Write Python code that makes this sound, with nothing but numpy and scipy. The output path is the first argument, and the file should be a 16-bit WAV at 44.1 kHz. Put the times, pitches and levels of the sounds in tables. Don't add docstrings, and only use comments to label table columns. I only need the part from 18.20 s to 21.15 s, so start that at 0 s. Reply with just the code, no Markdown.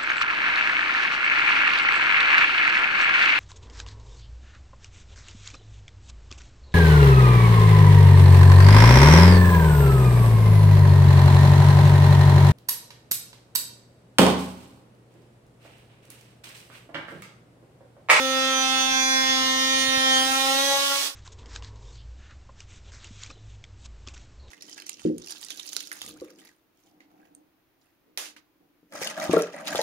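import sys
import numpy as np
from scipy import signal
from scipy.io import wavfile
from scipy.ndimage import uniform_filter1d

SR = 44100
rng = np.random.default_rng(int(sys.argv[2]) if len(sys.argv) > 2 else 0)


def file_out(sig):
    cols = np.atleast_2d(sig).T
    lim = np.clip(cols, -1, 1)
    pcm = np.round(lim * 32767).astype(np.int16)
    wavfile.write(sys.argv[1], SR, pcm)


N = 130095
T = np.arange(N) / SR
STEP = 128
CONTROL_T = np.arange(N // STEP + 2) * STEP / SR

# time_s, stroke_hz, then level_db of overtones 1, 2, 3, 4, 5, 7 and 13 in the mid
SWELLS = [(0.03, 264.2, -34.5, -29.5, -41, -48, -32, -37, -38.5),
          (0.31, 264.4, -35.5, -32.5, -39.5, -41, -29.5, -35, -35.5),
          (0.48, 262.9, -36, -44.5, -32.5, -40.5, -34, -45, -34.5),
          (0.6, 264.1, -36.5, -41, -35, -41, -32, -37, -31),
          (0.68, 263.8, -37, -45.5, -34, -39.5, -38.5, -48, -33),
          (0.93, 263.3, -35, -42, -38, -37.5, -51, -37, -32),
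          (1.06, 262.8, -36, -44, -39, -36.5, -88, -33.5, -33),
          (1.1, 263.5, -35.5, -41, -39, -38.5, -47, -31.5, -32),
          (1.19, 262, -34, -42, -38, -35.5, -34.5, -40, -34),
          (1.24, 261.8, -34.5, -41.5, -43, -34.5, -40.5, -34.5, -43),
          (1.6, 264.7, -35, -39, -45.5, -40.5, -40.5, -30.5, -38.5),
          (1.99, 262.7, -34.5, -35.5, -32, -38, -38, -31, -35),
          (2.13, 266.2, -35.5, -43, -32.5, -43, -39, -39, -51),
          (2.21, 267.4, -38, -37, -32, -36.5, -46, -34.5, -38),
          (2.31, 268.6, -36.5, -31.5, -31.5, -37.5, -33.5, -37.5, -39),
          (2.46, 275.8, -39, -32.5, -36, -39.5, -45, -36, -47),
          (2.54, 276.9, -46.5, -28, -27.5, -33.5, -40, -38, -44),
          (2.67, 279.1, -45.5, -41, -49, -36.5, -51, -50, -41),
          (2.72, 278, -45, -36.5, -35, -35, -31, -39, -44),
          (2.8, 278.7, -55, -42, -47, -38.5, -54, -47, -51)]
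# time_s, base level_db of the other overtones, rasp level_db before pulsing
CUT_LEVELS = [(0, -39, -37), (.2, -36.5, -38.5), (.45, -35, -36), (.7, -35, -38), (.9, -33.5, -39),
              (1.15, -34, -36), (1.45, -34, -35.5), (1.75, -33, -37), (1.98, -33, -33),
              (2.08, -34.5, -27.5), (2.3, -34.5, -26), (2.45, -36, -25.5), (2.6, -35, -26),
              (2.75, -39, -24), (2.87, -41, -25)]
# pitch_hz, side minus mid level_db
SIDE_LEVEL = [(100, -3), (264, -14), (530, -7.5), (1000, 4.5), (2000, 1), (3500, 1.5), (6000, -3.5),
              (12000, -3.5)]
# pitch_hz, share of the mid added to the side (positive is left, -1..1)
STEREO_LEAN = [(100, 0.17), (264, 0.32), (600, 0.11), (1500, -0.069), (3000, -0.98), (6000, -0.61),
               (14000, -0.67)]

BREAK_S, BREAK_RISE_S = 2.0, 0.075
BRAKE_S = 2.805
TONES_OFF_S, TONES_T60_S = 2.78, 0.43
RASP_OFF_S, ROOM_T60_S = 2.87, 0.23


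def amp(db):
    return 10 ** (np.asarray(db) / 20)


def evened(x):
    return x / np.sqrt(np.mean(abs(x) ** 2) + 1e-20)


def curve(table, col, t):
    return np.interp(t, [row[0] for row in table], [row[col] for row in table])


def read(points, hz):
    f, value = np.transpose(points)
    return np.interp(np.log(hz + 1), np.log(f + 1), value)


def near(x, centre, width):
    return np.exp(-((x - centre) / width) ** 2)


def wander(corner_hz, count):
    z = rng.standard_normal((count, N // STEP + 2, 2)) @ [1, 1j]
    f = np.fft.fftfreq(z.shape[1], STEP / SR)
    return evened(np.fft.ifft(np.fft.fft(z) / (1 + (f / corner_hz) ** 2)))


def release(off_s, t60_s, t):
    return amp(-60 * np.maximum(t - off_s, 0) / t60_s)


def looseness(t):
    return np.clip((t - BREAK_S) / BREAK_RISE_S, 0, 1)


def strokes():
    return np.cumsum(curve(SWELLS, 1, T)) / SR


def buzz(turns):
    loud = (1, 2, 3, 4, 5, 7, 13)
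    orders_db = [1, -1, -2, -10, -3, -7, -4, -5, -6, -6.5, -6, -4, -2.5, -5.5, -9, -9, -9.5, -8.5, -12, -9,
                 -9, -9, -6.5, -6, -12, -15.5, -15.5]
    # middle_s, length_s, multiple, change_db
    sings = [(0.88, 1, 6, 4), (1.47, 0.53, 6, -13), (2.3, 0.17, 6, -9), (2.493, 0.11, 6, 7),
             (0.99, 0.32, 8, 4), (0.49, 0.78, 10, 3.5), (1.32, 0.36, 10, -13), (1.906, .2, 10, -12),
             (0.87, 0.31, 11, -14), (0.935, 0.23, 12, -17), (1.93, 0.17, 12, 7), (2.3, 0.38, 12, 3.5),
             (0.93, 0.23, 14, -15), (1.76, 0.24, 14, 5.5), (2.39, 0.46, 14, 10), (1.05, 0.61, 20, 5.5),
             (0.75, 0.12, 21, 5), (0.95, 0.38, 22, 9), (0.53, 0.71, 23, 7), (0.884, 0.16, 24, 9.5)]
    top = 59
    high_db, high_slope_db = -20.5, -0.5
    drift, side_drift = 0.05, 0.82
    flutter, steady_below = 0.17, 0.4
    jitter = 0.0022
    loose_loss_db, loose_hz = -2.5, 4250
    squeal_s, squeal_db, squeal_late_db = 1.5, 5.5, 8
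    blow_below, blow_s = 8, 0.7
    brake_wobble = 0.5

    t = CONTROL_T
    slow, quick = wander(5, count=2 * top), wander(26.0, count=2 * top)
    turns = turns + jitter * np.interp(T, t, wander(33.0, count=1)[0].real)
    first_hz = SWELLS[0][1]
    speed_up = curve(SWELLS, 1, t) / first_hz
    colour_db = list(orders_db) + list(high_db + high_slope_db * np.arange(top - len(orders_db)))
    base_db = curve(CUT_LEVELS, 1, t)
    loose = looseness(t)
    late_squeal_db = squeal_late_db * np.clip((t - squeal_s) / 0.054, 0, 1)
    out = np.zeros((2, N))

    for k in range(1, top + 1):
        hz = k * first_hz
        own_db = np.interp(k * speed_up, np.arange(1, top + 1), colour_db)
        sing_db = sum(db * near(t, s, length / 2) for s, length, order, db in sings if round(order) == k)
        tone_squeal_db = (squeal_db + late_squeal_db) * near(hz, 9310.0, 420.0)
        loss_db = loose_loss_db * loose / (1 + (loose_hz / hz) ** 2)
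        level = amp(base_db + own_db + sing_db + tone_squeal_db + loss_db)

        lined_up = np.clip((t - BREAK_S) / blow_s, 0, 1) * (k < blow_below)
        start = -1j * np.exp(2j * np.pi * (rng.random((2, 1)) - 0.5) * (1 - lined_up))
        slow_mid, slow_side = slow[2 * k - 2], slow[2 * k - 1]
        side = level * (start[1] + side_drift * slow_side) / np.hypot(1, side_drift)
        if k in loud:
            swell = amp(curve(SWELLS, 2 + loud.index(k), t))
            mid = swell * start[0] * np.exp(0.3j * slow_mid.real)
        else:
            mid_drift = min(drift * k, 1)
            mid = level * (start[0] + mid_drift * slow_mid) / np.hypot(1, mid_drift)
        if k == 1:
            side = mid * -1j
        side = amp(read(SIDE_LEVEL, hz)) * side + read(STEREO_LEAN, hz) * mid

        unsteady = flutter * (1 + loose) * k / (k + steady_below) + brake_wobble * (t > BRAKE_S)
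        fade = release(TONES_OFF_S if k > 1 else RASP_OFF_S, TONES_T60_S, t)
        spin = np.sqrt(2) * np.exp(2j * np.pi * k * turns)
        for c, tone in enumerate((mid + side, mid - side)):
            tone = tone * (1 + unsteady * quick[2 * k - 2 + c]) * fade
            out[c] += (np.interp(T, t, tone) * spin).real
    return out


def rasp(turns):
    # pitch_hz, relative level_db
    bite_colour = [(60, -27), (200, -0.5), (420, -35), (1000, -3.5), (1800, -5.5), (2300, -16), (2900, 2),
                   (4000, -3.5), (6500, -1.5), (8000, -14.5), (9500, -6), (11500, -16.5), (15500, -13.5)]
    # pitch_hz, relative level_db
    rattle_colour = [(60, -32), (200, -27), (420, -29), (1000, -11), (2400, -7), (3100, -0.5), (5500, 0.5),
                     (7000, -2.5), (9500, -5.5), (11500, -9), (14300, -10.5), (15100, -14), (15320, -1),
                     (15550, -18.5)]
    uneven_db, loose_uneven_db = 5, 1.5
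    gate_one, gate_two = 0.2, 0.6
    loose_even = 0.3

    frames, hz = N // STEP + 5, np.fft.rfftfreq(512, 1 / SR)
    a, b, c, d, unevenness = rng.standard_normal((frames, 257, 5)).T
    unevenness = uniform_filter1d(unevenness, size=2, axis=0)
    unevenness = evened(uniform_filter1d(unevenness, size=40, axis=1))
    loose = looseness((np.arange(frames) - 2) * STEP / SR)
    bite, rattle = (evened(amp(read(points, hz)))[:, None] for points in (bite_colour, rattle_colour))
    colour = (1 - loose) * bite + loose * rattle
    depth_db = uneven_db + (loose_uneven_db - uneven_db) * loose
    uneven_gain = amp(depth_db * unevenness * (hz / (hz + 79.0))[:, None])

    mid = a + 1j * b
    side = amp(read(SIDE_LEVEL, hz))[:, None] * (c + 1j * d) + read(STEREO_LEAN, hz)[:, None] * mid
    spectrum = np.array([mid + side, mid - side]) * colour * uneven_gain
    noise = evened(signal.istft(spectrum, nperseg=512, noverlap=384)[1][:, :N])

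    running = release(RASP_OFF_S, 0.029, T) * (1 - loose_even * looseness(T))
    pulses = gate_one * np.cos(2 * np.pi * turns) + gate_two * np.cos(4 * np.pi * turns + 1.0)
    gate = 1 + running * pulses
    return noise * gate * amp(curve(CUT_LEVELS, 2, T)) * release(RASP_OFF_S, ROOM_T60_S, T)


def brake():
    rise_s, hold_s, level_db = 0.011, 0.058, -41
    band = signal.butter(2, [418, 1797], "band", fs=SR, output="sos")
    a, b = signal.sosfilt(band, rng.standard_normal((2, N)))
    rise = np.clip((T - BRAKE_S) / rise_s, 0, 1)
    shape = rise * release(BRAKE_S + rise_s + hold_s, ROOM_T60_S, T)
    return amp(level_db) * shape * evened(np.array([a + 0.33 * b, a - 1.0 * b]))


def handling():
    # start_s (before the lag below), level_db of the envelope peak on the left
    thump_hits = [(0.713, -43), (1.086, -38), (1.355, -43), (1.539, -37), (1.672, -32), (1.764, -28.5),
                  (2.094, -38), (2.572, -43)]
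    # time_s, level_db before the right side is lowered
    rumble_levels = [(0, -77), (1, -55.5), (1.6, -60), (2.1, -65), (2.25, -74), (2.6, -60), (2.7, -84),
                     (2.95, -62)]
    thump_hz, decay_s, lag_s = 166, 0.0017, 0.0112
    right_db = -12

    u = np.arange(4000) / SR / decay_s
    kicks = np.zeros(N)
    for s, db in thump_hits:
        kicks[round((s + lag_s) * SR)] = amp(db)
    envelope = np.e * u * np.exp(-u)
    knock = envelope * np.sin(2 * np.pi * thump_hz * decay_s * u ** 0.94)
    thumps = signal.oaconvolve(kicks, knock)[:N]

    band = signal.butter(2, [30, 112], "band", fs=SR, output="sos")
    low = signal.sosfilt(band, rng.standard_normal((2, N)))
    lumps = amp(5.7 * np.interp(T, CONTROL_T, wander(8.7, count=1)[0].real))
    rumble = amp(curve(rumble_levels, 1, T)) * evened(low * lumps)
    return (thumps + rumble) * amp([[0], [right_db]])


def scene():
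    turns = strokes()
    return buzz(turns) + rasp(turns) + brake() + handling()


def record(dry):
    lowpass = signal.firwin(2047, 15760, window=("kaiser", 10), fs=SR)
    return signal.oaconvolve(dry, lowpass[None], "same")


dry = scene()
out = record(dry)
file_out(out)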